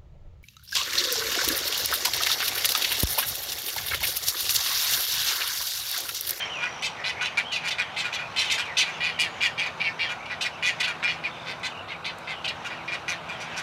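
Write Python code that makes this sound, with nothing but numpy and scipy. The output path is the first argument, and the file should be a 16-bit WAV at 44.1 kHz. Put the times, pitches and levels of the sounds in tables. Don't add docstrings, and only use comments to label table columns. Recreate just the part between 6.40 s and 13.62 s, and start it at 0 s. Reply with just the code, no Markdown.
import sys
import numpy as np
from scipy import signal
from scipy.fft import rfft, irfft, next_fast_len
from scipy.io import wavfile
from scipy.ndimage import uniform_filter1d, map_coordinates

SR = 44100
rng = np.random.default_rng(int(sys.argv[2]) if len(sys.argv) > 2 else 0)


def store_pcm(level_fs):
    pcm = np.round(np.clip(level_fs, -1, 1) * 32767).astype(np.int16)
    wavfile.write(sys.argv[1], SR, np.atleast_2d(pcm).T)


def ratio(d):
    e = np.asarray(d, float) / 20
    return 10 ** e


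N = 318402


def unit(x):
    return x / np.sqrt(np.mean(x ** 2) + 1e-20)


def along(points, hz):
    f, v = np.transpose(points)
    return np.interp(np.log(hz + 1), np.log(f + 1), v)


def curves(rows):
    s, *cols = np.transpose(rows)
    return [np.interp(np.arange(N) / SR, s, c) for c in cols]


def wobble(rate, size):
    knots = rng.standard_normal(int(size * rate / SR) + 4)
    return map_coordinates(knots, [np.arange(size) * rate / SR])


def phase(hz):
    return 2 * np.pi * np.cumsum(hz) / SR


def filtered(x, response):
    m = next_fast_len(len(x) + 2048)
    return irfft(rfft(x, m) * response(np.fft.rfftfreq(m, 1 / SR)), m)[:len(x)]


def resonance(f, hz, width_hz):
    return 1j * f * width_hz / (hz * hz - f * f + 1j * f * width_hz)


def add(track, s, sound):
    part = track[max(round(s * SR), 0):][:len(sound)]
    part += sound[:len(part)]


# (frequency [Hz], level [dB])
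ROAD_COLOUR = [(13, -51), (22, -26.5), (84, -1), (146, 0.5), (291, -7.5), (760, 4), (1550, 0),
               (1780, -12.5), (2410, -22), (3260, -42), (3640, -10), (6130, -39), (7030, -29), (12200, -39),
               (15600, -46)]
# (time [s], level [dB])
ENGINE_LOAD = [
    (0, -60),
    (1, -54.5),
    (1.7, -60),
    (2.9, -54),
    (4.2, -56.5),
    (4.7, -49),
    (5.7, -53),
    (6.3, -50.5),
    (7.22, -50.5),
]
# (multiple of the main order [ratio], level [dB])
ENGINE_ORDERS = [(.5, -15), (1, 0), (1.5, -6.5), (2, -9)]


def road():
    rush = unit(filtered(rng.standard_normal(N), lambda f: ratio(along(ROAD_COLOUR, f))))
    idle_hz, hunt_hz = 163.8, 1.493
    turn = phase(idle_hz + hunt_hz * wobble(3, N))
    load_db = curves(ENGINE_LOAD)[0]
    hum = np.zeros(N)
    for multiple, db in ENGINE_ORDERS:
        level = ratio(db + 2.9 * wobble(2.99, N))
        hum += level * np.sin(multiple * turn + 0.63 * wobble(4.44, N))
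    drift = ratio(.4 * wobble(1.5, N))
    return ratio(-40) * drift * rush + ratio(load_db + 0.5) * hum


# (time [s], level [dB])
NEST_LEVEL = [(0, -30.5), (.2, -35), (.62, -37), (1.3, -36.5), (2.4, -35), (3.86, -40.5), (4.42, -37.5),
              (5.67, -42.5), (6.1, -38.5), (6.8, -40), (7.22, -33)]
# (frequency [Hz], level [dB])
NEST_COLOUR = [(1000, -30), (1600, 1), (2400, 6.5), (3300, -1.5), (4500, -10.5), (6200, -11.5), (7500, -26),
               (11000, -36.5), (16000, -47)]


def nests():
    z = signal.stft(rng.standard_normal(N), nperseg=512)[2]
    patches = uniform_filter1d(rng.standard_normal(z.shape), 6, 0)
    patches = uniform_filter1d(patches, 10, 1)
    blur = signal.istft(z * ratio(2.5 * unit(patches)), nperseg=512)[1][:N]
    hoarse = ratio(1.2 * wobble(200, N) + 1.2 * wobble(9, N))
    band = unit(filtered(blur * hoarse, lambda f: ratio(along(NEST_COLOUR, f))))
    return ratio(curves(NEST_LEVEL)[0] - 5.5) * band


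# (frequency [Hz], time to fall 60 dB [s])
TREE_DECAY = [(500, 0.057), (2500, 0.18), (9000, 0.18)]


def trees(x):
    hz, t, z = signal.stft(rng.standard_normal(SR // 2), SR, nperseg=256)
    decay = ratio(-60 * t / along(TREE_DECAY, hz)[:, None])
    tail = signal.istft(z * decay, SR, nperseg=256)[1]
    late = np.pad(x, (200, 0))
    return signal.fftconvolve(late, tail / np.linalg.norm(tail))[:N]


# (time [s], length [s], start [Hz], end [Hz], level [dB])
WHISTLES = [(0, .05, 3130, 3120, -33.2), (0, .02, 2400, 2300, -44.7), (.05, .03, 2250, 2250, -40.7),
            (.05, .018, 5500, 5600, -42.9), (.1, .11, 3100, 2380, -36.2), (.13, .2, 6750, 7000, -63.7),
            (.57, .07, 1900, 1900, -43.9), (1.045, .04, 3050, 3230, -39.5), (1.08, .07, 3230, 2780, -36.5),
            (1.79, .09, 2450, 2450, -40.6), (2.06, .05, 3100, 2800, -34.3), (2.2, .05, 3300, 2800, -35.7),
            (2.235, .1, 2500, 1950, -38.8), (2.555, .035, 2900, 2400, -43), (2.88, .13, 6800, 6850, -60.4),
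            (3.8, .1, 2300, 2350, -43.3), (4.11, .11, 3000, 2200, -46), (5.305, .025, 3100, 2500, -44),
            (5.34, .025, 3000, 2400, -45.1), (5.52, .04, 2900, 2300, -40.4), (6.36, .07, 2900, 2100, -43.7),
            (5.9, .12, 3400, 2800, -45), (6.9, .11, 3500, 2900, -47), (7.05, .11, 3300, 2800, -50)]
# (time [s], length [s], start [Hz], end [Hz], level [dB])
TRILLS = [
    (.07, .47, 5750, 5750, -51.2),
    (.07, .35, 3150, 3150, -51.4),
    (2.73, .06, 3100, 2900, -43.8),
    (3.63, .08, 3400, 3000, -39.1),
    (4.88, .18, 3620, 3600, -50.2),
    (5.36, .065, 2850, 2700, -42.4),
]


def songbirds():
    x = np.zeros(N)
    trill_per_s = 58
    songs = [(*w, 0) for w in WHISTLES] + [(*w, trill_per_s) for w in TRILLS]
    for s, length, from_hz, to_hz, db, rate in songs:
        u = np.linspace(0, 1, round(length * SR))
        glide_hz = from_hz + (to_hz - from_hz) * np.sin(np.pi * u / 2) ** 2
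        shake_hz = .012 * from_hz + min(700 * length, 70)
        hz = glide_hz + shake_hz * wobble(500, len(u))
        chop = (.5 + .5 * np.cos(2 * np.pi * rate * length * u)) ** 3
        swell = np.sin(np.pi * u) ** .2 * ratio(1.5 * wobble(250, len(u)))
        add(x, s, ratio(db + 2.5) * unit(swell * chop) * np.sin(phase(hz)))
    return x


# (time [s], peak level [dB])
CLACKS = [
    (2.7594, -58),
    (5.0564, -46),
    (5.1971, -38),
    (5.7853, -29),
]


def clacks():
    x, t = np.zeros(N), np.arange(800) / SR
    for s, db in CLACKS:
        decay = ratio(db - 6.5 - 60 * t / .012)
        add(x, s, decay * rng.standard_normal(len(t)))
    return filtered(x, lambda f: resonance(f, 2800, 8000))


# (centre [Hz], width [Hz], level [dB])
WINDPIPE = [(2120, 600, -8.5), (2780, 880, -18.5), (4630, 1900, -13)]
# (frequency [Hz], level [dB])
BILL = [(2500, -128), (4500, 1), (6000, 5.5), (8000, -4.5), (11000, -13.5), (14000, -21.5), (16000, -27)]


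def squawk(length, peak, db, pitch_hz, rattle_hz, chest_db, throat_hz, mouth_hz, mouth_db, bright_db, depth):
    size = SR // 5
    u = np.arange(size) / SR / length
    peak = np.clip(peak, .1, .85)
    rise_db = 6.68 * (1 - u / peak) ** 2
    fall_db = 13.84 * np.abs((u - peak) / (1.05 - peak)) ** 2.13
    onset = np.clip(u * length / .004, 0, 1)
    effort = ratio(-np.where(u < peak, rise_db, fall_db)) * onset

    slow = phase(rattle_hz * (1 + .025 * wobble(60, size)))
    gate = 1 + np.clip(.38 + 1.3 * depth, 0, .95) * np.cos(slow + .6 * np.sin(slow))
    bend = .07 * (effort - .85) + .02 * wobble(30, size) + .015 * wobble(300, size)
    turn = phase(pitch_hz * (1 + bend))
    orders = np.arange(2, 31)[:, None]
    uneven = ratio(2.8 * wobble(45, orders.size * size).reshape(-1, size))
    start = 1.5 * rng.standard_normal(orders.shape)
    pulses = (uneven * np.cos(orders * turn + start)).sum(axis=0)
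    pulses = unit(pulses) * ratio(1.5 * wobble(500, size))
    breath = rng.standard_normal(size) * (1 + .8 * np.cos(turn))
    source = gate * (pulses + .6 * breath)

    def windpipe(f):
        return sum((-1) ** k * ratio(g) * resonance(f, c, w) for k, (c, w, g) in enumerate(WINDPIPE))

    def tract(gape):
        def response(f):
            low_chest = ratio(chest_db) * resonance(f, 1090, 270)
            chest = ratio(chest_db + 5.5) * resonance(f, 1568, 275) ** 2
            throat = resonance(f, gape ** .9 * throat_hz, 420) ** 2
            mouth = ratio(mouth_db - 1.5) * resonance(f, gape * mouth_hz, 610)
            cut = resonance(f, 2800, 3400) ** 2
            return cut * (throat - mouth - chest + windpipe(f) + low_chest)
        return filtered(source, response)

    opening = 4 * np.sin(np.pi * np.clip(u, 0, 1) ** .7) ** .6
    body = sum(np.clip(1 - abs(opening - k), 0, 1) * tract(.64 + .1 * k) for k in range(5))
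    hollows = throat_hz * (np.arange(2, 6) + .3 * rng.standard_normal(4))

    def edge(f):
        return ratio(along(BILL, f)) * (1 + sum(resonance(f, c, 250) for c in hollows))

    top = filtered(np.sqrt(gate) * source, edge)
    top = top * ratio(2 * wobble(90, size))
    bright = effort ** 1.95 * ratio(bright_db + 8.5) * unit(top)
    return ratio(db - 2.5) * (effort * unit(body) + bright)


# (time [s], length [s], peak position [share of length], level [dB], bill brightness [dB])
DEEP = [(.202, 0.089, 0.49, -28.5, -24), (.807, 0.048, 0.38, -26, -17.5), (1.64, 0.064, 0.15, -30, -17.5),
        (1.786, .051, 0.14, -33, -19), (2.177, 0.057, .18, -27, -12), (2.455, 0.069, 0.4, -34, -18),
        (3.685, 0.062, 0.34, -31.5, -18.5), (4.467, 0.063, 0.32, -28, -19),
        (6.244, 0.055, 0.23, -34, -14.5), (6.882, 0.087, 0.22, -37, -17.5),
        (6.999, 0.064, 0.17, -39, -10.5), (7.158, 0.0596, 0.49, -33, -10.5)]
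HOARSE = [(.969, 0.048, 0.31, -22, -20), (1.233, 0.062, 0.42, -28.5, -20.5), (1.38, 0.054, 0.3, -23, -20),
          (3.253, 0.041, .36, -29, -21), (3.896, .055, .41, -30.5, -25.5), (4.045, .04, 0.38, -25.5, -18.5),
          (4.624, 0.063, 0.27, -23, -24), (6.3, 0.059, 0.15, -33, -26), (6.516, 0.05, 0.55, -26.5, -19),
          (6.676, 0.077, 0.15, -25.5, -16.5)]
SHRILL = [(.841, 0.05, 0.3, -24.5, -20.5), (1.115, 0.074, 0.43, -24.5, -19),
          (1.271, 0.028, 0.58, -26.5, -14.5), (1.725, 0.055, 0.29, -24.5, -19.5),
          (2.367, 0.044, .53, -17, -15.5), (4.007, 0.048, 0.25, -23, -17.5),
          (4.427, 0.0456, .37, -20, -24.5), (6.041, 0.029, 0.7, -24, -22.5),
          (6.074, 0.041, 0.21, -24, -25.5)]
GAPING = [(.42, 0.07, 0.43, -25, -14.5), (1.303, 0.038, 0.26, -24.5, -19.5), (1.561, .078, 0.5, -25, -18),
          (1.959, 0.093, 0.45, -22, -16), (2.035, 0.07, 0.35, -30.5, -17), (2.096, 0.047, 0.55, -20, -17),
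          (2.135, .044, 0.21, -27, -14), (2.252, 0.029, .17, -43, -14), (2.398, 0.0465, 0.32, -18.5, -19),
          (5.642, 0.074, 0.3, -28.5, -23.5)]
WIDE = [
    (.637, .086, 0.47, -25, -19.5),
    (5.056, .089, 0.6, -31.5, -21),
    (5.228, 0.061, 0.56, -27.5, -17),
    (5.478, 0.068, 0.53, -35.5, -24),
    (5.87, 0.082, .4, -31.5, -24),
]
PLAIN = [
    (2.601, 0.13, 0.37, -24.5, -22.5),
    (3.005, 0.081, 0.57, -21.5, -17.5),
    (3.217, 0.04, 0.25, -28.5, -36),
    (4.222, 0.096, 0.55, -22, -17.5),
    (4.397, 0.0286, 0.57, -24, -10.5),
    (6.475, 0.043, 0.28, -32.5, -26),
]
MUFFLED = [(2.295, 0.018, 0.63, -47, -26), (2.786, 0.092, 0.19, -23, -15),
           (3.175, 0.057, 0.47, -26.5, -17.5), (3.396, 0.046, 0.49, -28.5, -21.5),
           (3.435, 0.075, 0.29, -25.5, -30), (3.588, 0.083, 0.42, -24.5, -26),
           (3.855, 0.0224, 0.26, -42, -18), (4.674, 0.072, 0.18, -27, -31), (4.834, 0.055, .33, -30, -27)]
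# (squawk table, voice: pitch, rattle, throat, mouth [Hz]; chest, mouth [dB]; rattle depth [ratio])
CHICKS = [
    (DEEP, dict(pitch_hz=482.4, rattle_hz=208.7, chest_db=2.5, throat_hz=2325, mouth_hz=3750, mouth_db=-5.5, depth=0.028)),
    (HOARSE, dict(pitch_hz=475.3, rattle_hz=189.3, chest_db=-4, throat_hz=2207, mouth_hz=4070, mouth_db=-4.5, depth=0.085)),
    (SHRILL, dict(pitch_hz=500, rattle_hz=269.2, chest_db=-12, throat_hz=2607, mouth_hz=3830, mouth_db=-0.5, depth=0.021)),
    (GAPING, dict(pitch_hz=514, rattle_hz=271.1, chest_db=-18, throat_hz=2220, mouth_hz=3690, mouth_db=0.5, depth=0.033)),
    (WIDE, dict(pitch_hz=514, rattle_hz=232.2, chest_db=-9.5, throat_hz=2205, mouth_hz=3720, mouth_db=-1.5, depth=0.02)),
    (PLAIN, dict(pitch_hz=489.5, rattle_hz=217.4, chest_db=-11, throat_hz=2244, mouth_hz=3480, mouth_db=-5.5, depth=0.021)),
    (MUFFLED, dict(pitch_hz=471.5, rattle_hz=182.5, chest_db=-26, throat_hz=2275, mouth_hz=3000, mouth_db=-8.5, depth=0.04)),
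]


def chicks():
    x = np.zeros(N)
    usual_s, usual_bill_db = .06, -20
    for calls, voice in CHICKS:
        for s, length, peak, db, bright_db in calls:
            rattle_hz = voice["rattle_hz"] * (usual_s / length) ** 0.348
            mouth_db = voice["mouth_db"] + .3 * (bright_db - usual_bill_db)
            pose = dict(voice, rattle_hz=rattle_hz, mouth_db=mouth_db)
            add(x, s, squawk(length, peak, db, bright_db=bright_db, **pose))
    return x


def scene():
    near, small = chicks() + clacks(), songbirds()
    scatter = trees(ratio(-9) * near + ratio(-6) * small)
    return (near + small + scatter + nests() + road())[None]


def low_pass(x):
    return signal.sosfilt(signal.butter(12, 15180, fs=SR, output="sos"), x)


def record(dry):
    return low_pass(dry)


dry = scene()
out = record(dry)
store_pcm(out)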